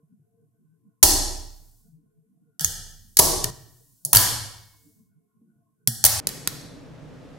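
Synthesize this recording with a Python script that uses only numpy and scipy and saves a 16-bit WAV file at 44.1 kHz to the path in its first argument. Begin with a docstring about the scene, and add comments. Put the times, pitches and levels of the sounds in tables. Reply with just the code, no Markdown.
"""Faint wavering low drones and a few dull nudges come first, then rows of magnetic balls snap onto a cube frame.
Each joint zips shut in one to five snaps of differing strength and colour, close to the microphone in a bare,
ringing room; each snap is a shaped noise burst.
A landing rail is a swaying tone, a knock of frame resonances and a slow shake of the desk.
Three shots are cut together, the last with open hiss; the loudest snaps overload the microphone."""
import sys
import numpy as np
from scipy import signal
from scipy.fft import rfft, irfft, next_fast_len
from scipy.io import wavfile

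SR = 44100
rng = np.random.default_rng(int(sys.argv[2]) if len(sys.argv) > 2 else 0)


def persist_wave(psi):
    """Save psi, clipped to +-1, as 16-bit WAV."""
    counts = np.round(np.clip(psi, -1, 1) * 32767).astype(np.int16)
    wavfile.write(sys.argv[1], SR, np.atleast_2d(counts).T)


N = 325492

# Faint low drones in narrow bands: f/Hz, width/Hz, level/dB before the swell
DRONES = [(114, 19, -79.5), (155, 21, -75), (195, 79, -74.5), (288, 35, -81), (350, 13, -89.5),
          (446, 39, -83), (683, 45, -92), (1060, 70, -94.5), (1470, 90, -96.5)]
# Faint steady air noise, relative spectrum: f/Hz, density/dB per Hz
AIR_SPECTRUM = [(25, -18.5), (90, -1), (300, -3), (700, -16.5), (2500, -23.5), (4500, -26.5), (7500, -17.5),
                (12000, -11), (16000, -30)]
AIR_DB = -83.5
# Open hiss of the last shot, relative spectrum: f/Hz, density/dB per Hz
HISS_SPECTRUM = [(15, -50), (25, -9), (91, -11), (152, 2), (204, -11), (289, -2), (349, -14.5), (469, -10),
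                 (684, -16.5), (762, -19), (5730, -37.5), (11800, -50), (15500, -60)]
HISS_DB = -44
# A rail that sings on faintly after landing: t/s, f/Hz, level/dB before it wavers, t60/s
SINGING_RAIL = (4.159, 2191, -43.5, 1.15)
# Final rate of decay of the room's ring: f/Hz, t60/s
ROOM_T60 = [(60, 1.15), (300, 0.6364), (1200, 0.6582), (5000, 0.6283), (9000, 0.5), (15000, 0.1659)]
# Colour of the room's ring: f/Hz, level/dB
ROOM_COLOUR = [(40, 0.5), (150, 4.5), (400, 6), (1200, 9), (3000, 2.5), (6500, 0), (11000, -2.5),
               (16000, -2)]
# Slow modes of the desk: f/Hz, relative level/dB, t60/s of the final decay
DESK_MODES = [(30, 1, 0.78), (85, -12.5, 0.13)]
# Resonances of the frame: f/Hz, width/Hz, relative level/dB
FRAME_MODES = [(300, 88, 4), (403, 93, 5.5), (548, 67, -6.5), (619.7, 24, -1.5), (818, 46, 0.5),
               (974, 55, -1), (1010, 94, -7), (1220, 65, -10.5), (1504, 120, -7), (1840, 50, 1.5)]
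# Nudges by the hand, a sway with hardly a knock: t/s, sway f/Hz, sway level/dB
NUDGES = [(.03, 154, -27.5), (.195, 135, -31.5), (.485, 120, -38.5), (2.06, 145, -34.5), (5.415, 221, -26),
          (5.56, 135, -32.5)]
# Rails landing on the frame: t/s, sway f/Hz, share by which the sway starts higher, sway level/dB,
# knock centre f/Hz, knock level/dB, room level/dB against the blow
THUDS = [(1.0305, 65.7, 0.087, 8.5, 760, 9, -6.5), (1.036, 253, 0.13, -8, 318, 1.5, -1.5),
         (2.61, 153, 0.038, -5.5, 760, -24.5, -7), (2.647, 85, 0.11, -5, 473, -23.5, -7.5),
         (3.192, 151, 0.15, 0, 522.4, 7.5, -1.5), (3.195, 72, 0.094, 0.5, 1030, 4, -3),
         (3.442, 123, 0.24, -1, 468, -12, -4), (4.054, 144, 0.07, -16.5, 569, -24.5, 5),
         (4.131, 72.6, 0.092, -7, 1180, 2.5, -4), (4.159, 104.8, .1, 9, 1008, -5, -13.5),
         (5.876, 121, 0.16, 2.5, 800, -25.5, -14.5), (5.879, 220, 0.14, -7.5, 1800, -16, -9.5),
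         (6.041, 71.6, 0.84, 2.5, 810, -3.5, -2), (6.27, 191, 0.08, -11, 358, -12, -6.5),
         (6.474, 150.7, 0.074, -8, 336, -19, -1.5)]
# Click of steel on steel: f/Hz, relative level/dB
CLICK = [(100, -9), (450, -18.5), (600, -17), (800, -18.5), (1130, -20.5), (1400, -15.5), (1800, -15),
         (2300, -17.5), (2830, -14.5), (3150, -10), (3850, -9), (4500, -2.5), (5200, -2), (6400, -1),
         (7700, -2), (10500, 1.5), (12500, -0.5), (16000, -5)]
# Dips in the spectrum of the snaps, deepest in the light ones: f/Hz, width/Hz, share of the snap's dip depth
DIPS = [(342, 60, .35), (610, 41, 0.45), (1110, 120, 0.88), (2136, 140, 1.3), (2583, 160, 1.25),
        (3850, 150, 0.27)]
# Rows of balls snapping home: t/s, level/dB, run of contacts/ms, ring f/Hz, ring level/dB, body level/dB,
# dip depth/dB (none from 0 up), treble tilt/dB per octave, room level/dB against the snap
SNAPS = [(1.0285, 26.5, 1.1, 6250, 8, 1.5, -8, -1, -11),
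         (1.032, 21, 1.36, 6460, 8.5, -6.5, -6, -1.5, -10.5), (1.0342, 26, 3.5, 10030, 3, -4, -2, 0.5, -7),
         (2.595, -4, .3, 6280, 4, 9.5, -30, -4.5, 2), (2.6089, 0, 0.82, 3290, 12.5, 1.5, -25, -0.5, 0.5),
         (2.6125, -2.5, 2, 6120, 4, 1.5, -24, 4.5, 3), (2.646, 14, 0.96, 6430, 15.5, 2.5, -27, 0.5, -12),
         (3.1697, 15, 1.9, 12100, 1.5, -2, -1, -2.5, -6), (3.1895, 21.5, 2.8, 11180, 4.5, -11, -3, 2, -7),
         (3.1924, 20, 2.16, 4375, 2, -4, 0, 0, -7), (3.1953, 19.5, 3.5, 1900, 4.5, -2, -5, 1.5, -6.5),
         (3.4408, 6, 3, 1860, 16.5, 4.5, -14, -1.5, -11.5),
         (3.4427, 3.5, 1.8, 6130, 4, 9, -11.5, -7.5, -13),
         (4.0499, 6.5, 0.51, 10300, 5.5, -14.5, -17, 4, -14.5),
         (4.052, -2.5, 0.6, 6450, 9, -9, -18, 1.5, -6.5), (4.1299, 21, 3.46, 4570, 0, 3, -2, 3.5, -2.5),
         (4.1491, 18, 2.7, 3016, 11, 6.5, -9, 1.5, -4), (4.1582, 22, 2.1, 12600, 10, 3, -8.5, 4, -7),
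         (4.1687, 20, 3.2, 4540, 7.5, 6, -8, 0, -11), (5.8743, 16.5, 0.87, 3270, 10.5, -0.5, -27.5, 2, -14),
         (6.0401, 18, 1.8, 4490, 4.5, 1.5, -11.5, 0.5, -18), (6.0495, 21.5, 4.6, 6200, 5, -2, -17, 3, -8.5),
         (6.0579, 12.5, 1.3, 11100, 10.5, 3, -6, 0, -8.5),
         (6.0633, 17.5, 0.55, 8500, 4, 5.5, -0.5, 2.5, -6),
         (6.0669, 6.5, 0.51, 6180, 2.5, -5.5, 4, -3, -4.5), (6.2705, 8.5, 1.25, 5000, 5, 6.5, 3, 0, -10),
         (6.2896, -5, 1.4, 4060, 9, 12, -12, -4, -22), (6.4744, 8.5, 1.5, 3850, 6.5, 7.5, 6, -2, -11.5)]
# Shots, each with its own rail: end t/s, high ring f/Hz, desk level/dB against the sway,
# level/dB to which the shot's ring is turned down after the cut
SHOTS = [(3.504, 11490, -31.5, -8), (6.201, 11170, -54.5, -36), (7.4, 12500, -56, 0)]

ROOM_SIZE = 65536  # samples of room ring
AFTERHISS_DB, AFTERHISS_GROWTH = -55, 0.16  # dB at a 0 dB snap, and dB gained per dB of snap
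NUDGE_STIFFEN = .1  # share by which a nudged sway starts higher
NUDGE_KNOCK_HZ, NUDGE_KNOCK_DB = 390, -23  # the knock is relative to the sway
DESK_FOLLOWS_HZ = 70.6  # faster sways shake the desk less, slower ones more
CLIP_DB = -0.77  # level at which the microphone overloads
LOW_CUT_HZ, TOP_HZ = 12, 15800


def undb(db):
    """Decibels to gain."""
    return 10 ** (np.asarray(db) / 20)


def unit(x):
    """Scale to unit energy per channel, averaged over the channels."""
    return x / np.sqrt(np.sum(np.atleast_2d(x) ** 2, axis=1).mean())


def along(points, hz):
    """Read (Hz, value) points on a log-frequency axis."""
    f, value = np.transpose(points)
    return np.interp(np.log(hz + 1), np.log(f), value)


def bins(size):
    """Frequencies of a spectrum of this many samples."""
    return np.arange(size // 2 + 1) * SR / size


def tint(x, db):
    """Minimum-phase filter with the given gain in each bin, so the colour follows the attack."""
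    size = x.shape[-1]
    cepstrum = irfft(np.log(undb(db)), size)
    # folding the cepstrum forward makes the filter causal
    cepstrum[1:size // 2] *= 2
    cepstrum[size // 2 + 1:] = 0
    return irfft(rfft(x) * np.exp(rfft(cepstrum)), size)


def stereo(mid, side, width):
    """Left and right from mid and side."""
    return np.array([mid + width * side, mid - width * side]) / np.hypot(1, width)


def stereo_noise(size, width):
    """White noise spread between left and right."""
    return stereo(*rng.standard_normal((2, size)), width)


def add(track, s, sound):
    """Mix a sound in at time s."""
    start = int(s * SR)
    track[:, start:start + sound.shape[1]] += sound[:, :N - start]


def die_away(age, t60):
    """Exponential decay that loses 60 dB in t60 seconds."""
    return np.exp(-np.log(1000) * age / t60)


def lingering(t, linger_s):
    """Age that starts slowly, so that a decay lingers before it falls."""
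    return np.hypot(t, linger_s) - linger_s


def waver(rate=11):
    """Random levels, `rate` a second, joined by straight lines; spread near 1."""
    t = np.arange(N) / SR
    return 1.2 * np.interp(t * rate, np.arange(256), rng.standard_normal(256))


def drones(swell_db=7, wander=0.018):
    """Faint low drones: narrow bands of noise, each swelling, fading and wandering in pitch on its own."""
    size, out = next_fast_len(N, True), 0
    noise = rfft(stereo_noise(size, width=0.72))
    for hz, width_hz, db in DRONES:
        band = irfft(noise * np.exp(-2 * ((bins(size) - hz) / width_hz) ** 2), size)
        # an uneven reading speed bends the pitch
        place = np.cumsum(1 + wander * waver(rate=5.4))
        band = np.array([np.interp(place, np.arange(size), side) for side in band])
        out = out + unit(band) * np.sqrt(N) * undb(db + swell_db * waver(rate=16))
    return out


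def air(spectrum, db, width):
    """Steady background noise, shaped by a spectrum and set to an RMS level."""
    size = next_fast_len(N, True)
    shaped = rfft(stereo_noise(size, width)) * undb(along(spectrum, bins(size)))
    noise = irfft(shaped, size)[:, :N]
    return unit(noise) * np.sqrt(N) * undb(db)


def afterhiss(above_hz=4800, t60=4.8, end_s=0.87, order=2):
    """A faint, even hiss outlasts the ring of the latest snap, then stops."""
    t, level = np.arange(N) / SR, np.zeros(N)
    for s, snap_db, *_ in SNAPS:
        age = np.maximum(t - s, 0)
        start_gain = undb(AFTERHISS_DB + AFTERHISS_GROWTH * snap_db)
        stop = np.exp(-(age / end_s) ** 10)
        # the strongest hiss hides the others
        level = np.maximum(level, (t >= s) * start_gain * die_away(age, t60) * stop)
    treble = signal.butter(order, above_hz, "high", fs=SR, output="sos")
    hiss = signal.sosfilt(treble, stereo_noise(N, width=0.49))
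    return level * signal.sosfilt(treble, hiss)


def singing_rail(waver_db=3):
    """One thin tone that wavers in level and phase as it fades."""
    s, hz, db, t60 = SINGING_RAIL
    age = np.maximum(np.arange(N) / SR - s, 0)
    level = (age > 0) * undb(db + waver_db * waver(rate=7.7))
    tone = np.sin(2 * np.pi * hz * age + waver())
    return level * tone * die_away(age, t60)


def room_modes(hz, spread_db=5, spacing_hz=28, merge_hz=8000):
    """Gain per bin of the room's own modes: separate lines low down, merging higher up."""
    peaks = np.interp(hz / spacing_hz, np.arange(2048), rng.uniform(-1.7, 1.1, 2048))
    return spread_db * peaks / np.hypot(1, hz / merge_hz)


def room(build_s=0.00077, linger_s=0.16, bands=10):
    """Diffuse field of bare walls in bands, and how each dies away: it lingers, then falls."""
    size = 2 * ROOM_SIZE
    t, hz = np.arange(ROOM_SIZE) / SR, bins(size)
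    noise = rfft(stereo_noise(size, width=0.55)) * undb(along(ROOM_COLOUR, hz) + room_modes(hz))
    centres = np.geomspace(100, 15000, bands)
    # each band fades linearly into its neighbours
    field = np.array([irfft(noise * along(np.c_[centres, share], hz), size) for share in np.eye(bands)])
    fall = die_away(lingering(t, linger_s), along(ROOM_T60, centres)[:, None])
    return field, fall * (1 - np.exp(-t / build_s))


def echoes(walls):
    """Every blow meets its own pattern of reflections: a random stretch of the diffuse field."""
    field, decay = walls
    start = rng.integers(ROOM_SIZE)
    return unit(np.einsum("bct,bt->ct", field[:, :, start:start + ROOM_SIZE], decay))


def in_room(blow, walls, wet_db=-6):
    """A dull blow together with its reflections."""
    out = undb(wet_db) * signal.fftconvolve(blow, echoes(walls), axes=1)
    add(out, 0, blow)
    return out


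def wobble(left_db=-5, linger_s=0.4, left_lead_rad=0.7):
    """The desk keeps shaking in its slow modes under the frame, more on the right."""
    t = np.arange(3 * SR // 2) / SR
    age = lingering(t, linger_s)
    phase = np.array([[left_lead_rad], [0]])
    shake = 0
    for hz, db, t60 in DESK_MODES:
        shake = shake + undb(db) * np.sin(2 * np.pi * hz * t + phase) * die_away(age, t60)
    build = 1 - np.exp(-t / 0.048)
    return undb([[left_db], [0]]) * shake * build


def thud(sway_hz, stiffen, sway_db, knock_hz, knock_db, sway_t60=0.14, reach_octaves=0.35, push_s=0.0011):
    """The heavy rail sways on its post, stiffer at first; the blow wakes frame resonances near the knock."""
    t = np.arange(SR) / SR
    turns = np.cumsum(sway_hz * (1 + stiffen * np.exp(-t / 0.0086))) / SR
    build = 1 - np.exp(-turns / .5)
    sway = unit(np.sin(2 * np.pi * turns) * die_away(t, sway_t60) * build)
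    knock = np.zeros((2, SR))
    for hz, width_hz, db in FRAME_MODES:
        near = np.exp(-.5 * (np.log2(hz / knock_hz) / reach_octaves) ** 2)
        # the phase differs between left and right
        phase = rng.uniform(0, 2 * np.pi) + .7 * rng.standard_normal((2, 1))
        life = t[t < np.pi / width_hz]
        mode = np.sin(2 * np.pi * hz * life + phase) * np.exp(-np.pi * width_hz * life)
        knock[:, :len(life)] += near * undb(db) * unit(mode)
    push = 1 - np.exp(-t / push_s)
    return undb(sway_db) * sway + undb(knock_db) * unit(knock * push)


def colour(size, body_db, tilt_db, tilt_from_hz=6000, body_ripple_db=7, treble_ripple_db=6, ripple_hz=150):
    """Gain per bin of one snap: the steel click, its body, its treble tilt and its many weak modes."""
    hz = bins(size)
    modes = np.interp(hz / ripple_hz, np.arange(1024), np.minimum(rng.uniform(-1, 1, 1024), .4))
    body = 1 / (1 + (hz / 3700) ** 8)  # hands over to the treble at 3700 Hz
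    tilt = tilt_db * np.log2(np.maximum(hz / tilt_from_hz, 1))
    body_part = body * (body_db + body_ripple_db * modes)
    treble_part = (1 - body) * treble_ripple_db * modes
    return along(CLICK, hz) + tilt + body_part + treble_part


def rings(ring_hz, ring_db, high_hz, ring_octaves=0.065, high_db=0.5, high_octaves=0.074):
    """Gain per bin of two short rings: that of the snapping row, and the high one of its rail."""
    hz = bins(ROOM_SIZE) + 1
    peak = lambda centre, octaves: np.exp(-.5 * (np.log2(hz / centre) / octaves) ** 2)
    return ring_db * peak(ring_hz, ring_octaves) + high_db * peak(high_hz, high_octaves)


def dips(depth_db):
    """Gain per bin of the dips in the spectrum of a snap."""
    hz = bins(ROOM_SIZE)
    shape = sum(share * np.exp(-np.square((hz - centre) / width_hz)) for centre, width_hz, share in DIPS)
    return min(depth_db, 0) * shape


def snap(run_ms, gains_db, settle_ms=0.56, chatter_db=-16, chatter_ms=13.0, grain=0.6, size=4096):
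    """Ball after ball makes contact as an uneven noise burst, then the row chatters to rest."""
    ms = np.arange(size) / SR * 10 ** 3
    run = np.exp(-np.maximum(ms - run_ms, 0) / settle_ms)
    chatter = undb(chatter_db) * np.exp(-ms / chatter_ms)
    uneven = np.exp(grain * np.repeat(rng.standard_normal(size // 8), 8))  # steps of 8 samples
    contacts = stereo_noise(size, width=0.66) * uneven * (run + chatter)
    return unit(tint(contacts, gains_db[::ROOM_SIZE // size]))


def shot(start, end, walls, high_hz, desk_db, ring_share=0.64, dip_share=1.0):
    """All snaps, landings and nudges between two cuts, with the room's ring."""
    out, shake = np.zeros((2, N)), wobble()
    within = lambda table: [row for row in table if start <= row[0] < end]
    for s, sway_hz, db in within(NUDGES):
        nudge = thud(sway_hz, NUDGE_STIFFEN, db, NUDGE_KNOCK_HZ, db + NUDGE_KNOCK_DB)
        add(out, s, in_room(nudge, walls))
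    for s, sway_hz, stiffen, sway_db, knock_hz, knock_db, wet_db in within(THUDS):
        landing = thud(sway_hz, stiffen, sway_db, knock_hz, knock_db)
        add(out, s, in_room(landing, walls, wet_db))
        add(out, s, undb(sway_db + desk_db) * (DESK_FOLLOWS_HZ / sway_hz) ** 2 * shake)
    for s, db, run_ms, ring_hz, ring_db, body_db, depth_db, tilt_db, wet_db in within(SNAPS):
        steel_db, dip_db = colour(ROOM_SIZE, body_db, tilt_db), dips(depth_db)
        rings_db = rings(ring_hz, ring_db, high_hz)
        add(out, s, undb(db) * snap(run_ms, steel_db + rings_db + dip_share * dip_db))
        # the room repeats each snap's colour, with its rings less marked
        reply = tint(echoes(walls), steel_db + ring_share * rings_db + dip_db)
        add(out, s, undb(db + wet_db) * unit(reply))
    return out


def scene():
    """Three shots in a row; each cut chops the ring of the one before, and the last one hisses."""
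    t, walls = np.arange(N) / SR, room()
    quiet = drones() + air(AIR_SPECTRUM, AIR_DB, width=1.0) + afterhiss() + singing_rail()
    hiss = air(HISS_SPECTRUM, HISS_DB, width=0.54)
    out, start = np.where(t < SHOTS[-2][0], quiet, hiss), 0
    for end, high_hz, desk_db, drop_db in SHOTS:
        out = out + shot(start, end, walls, high_hz, desk_db) * undb(drop_db * (t > end))
        start = end
    return out


def record(dry):
    """The microphone clips on the hardest snaps; the very bottom and the top are cut."""
    limit = undb(CLIP_DB)
    clipped = np.clip(dry, -limit, limit)
    low_cut = signal.butter(1, LOW_CUT_HZ, "high", fs=SR, output="sos")
    top_cut = signal.ellip(10, .1, 70, TOP_HZ, fs=SR, output="sos")
    return signal.sosfilt(top_cut, signal.sosfilt(low_cut, clipped))


dry = scene()
out = record(dry)
persist_wave(out)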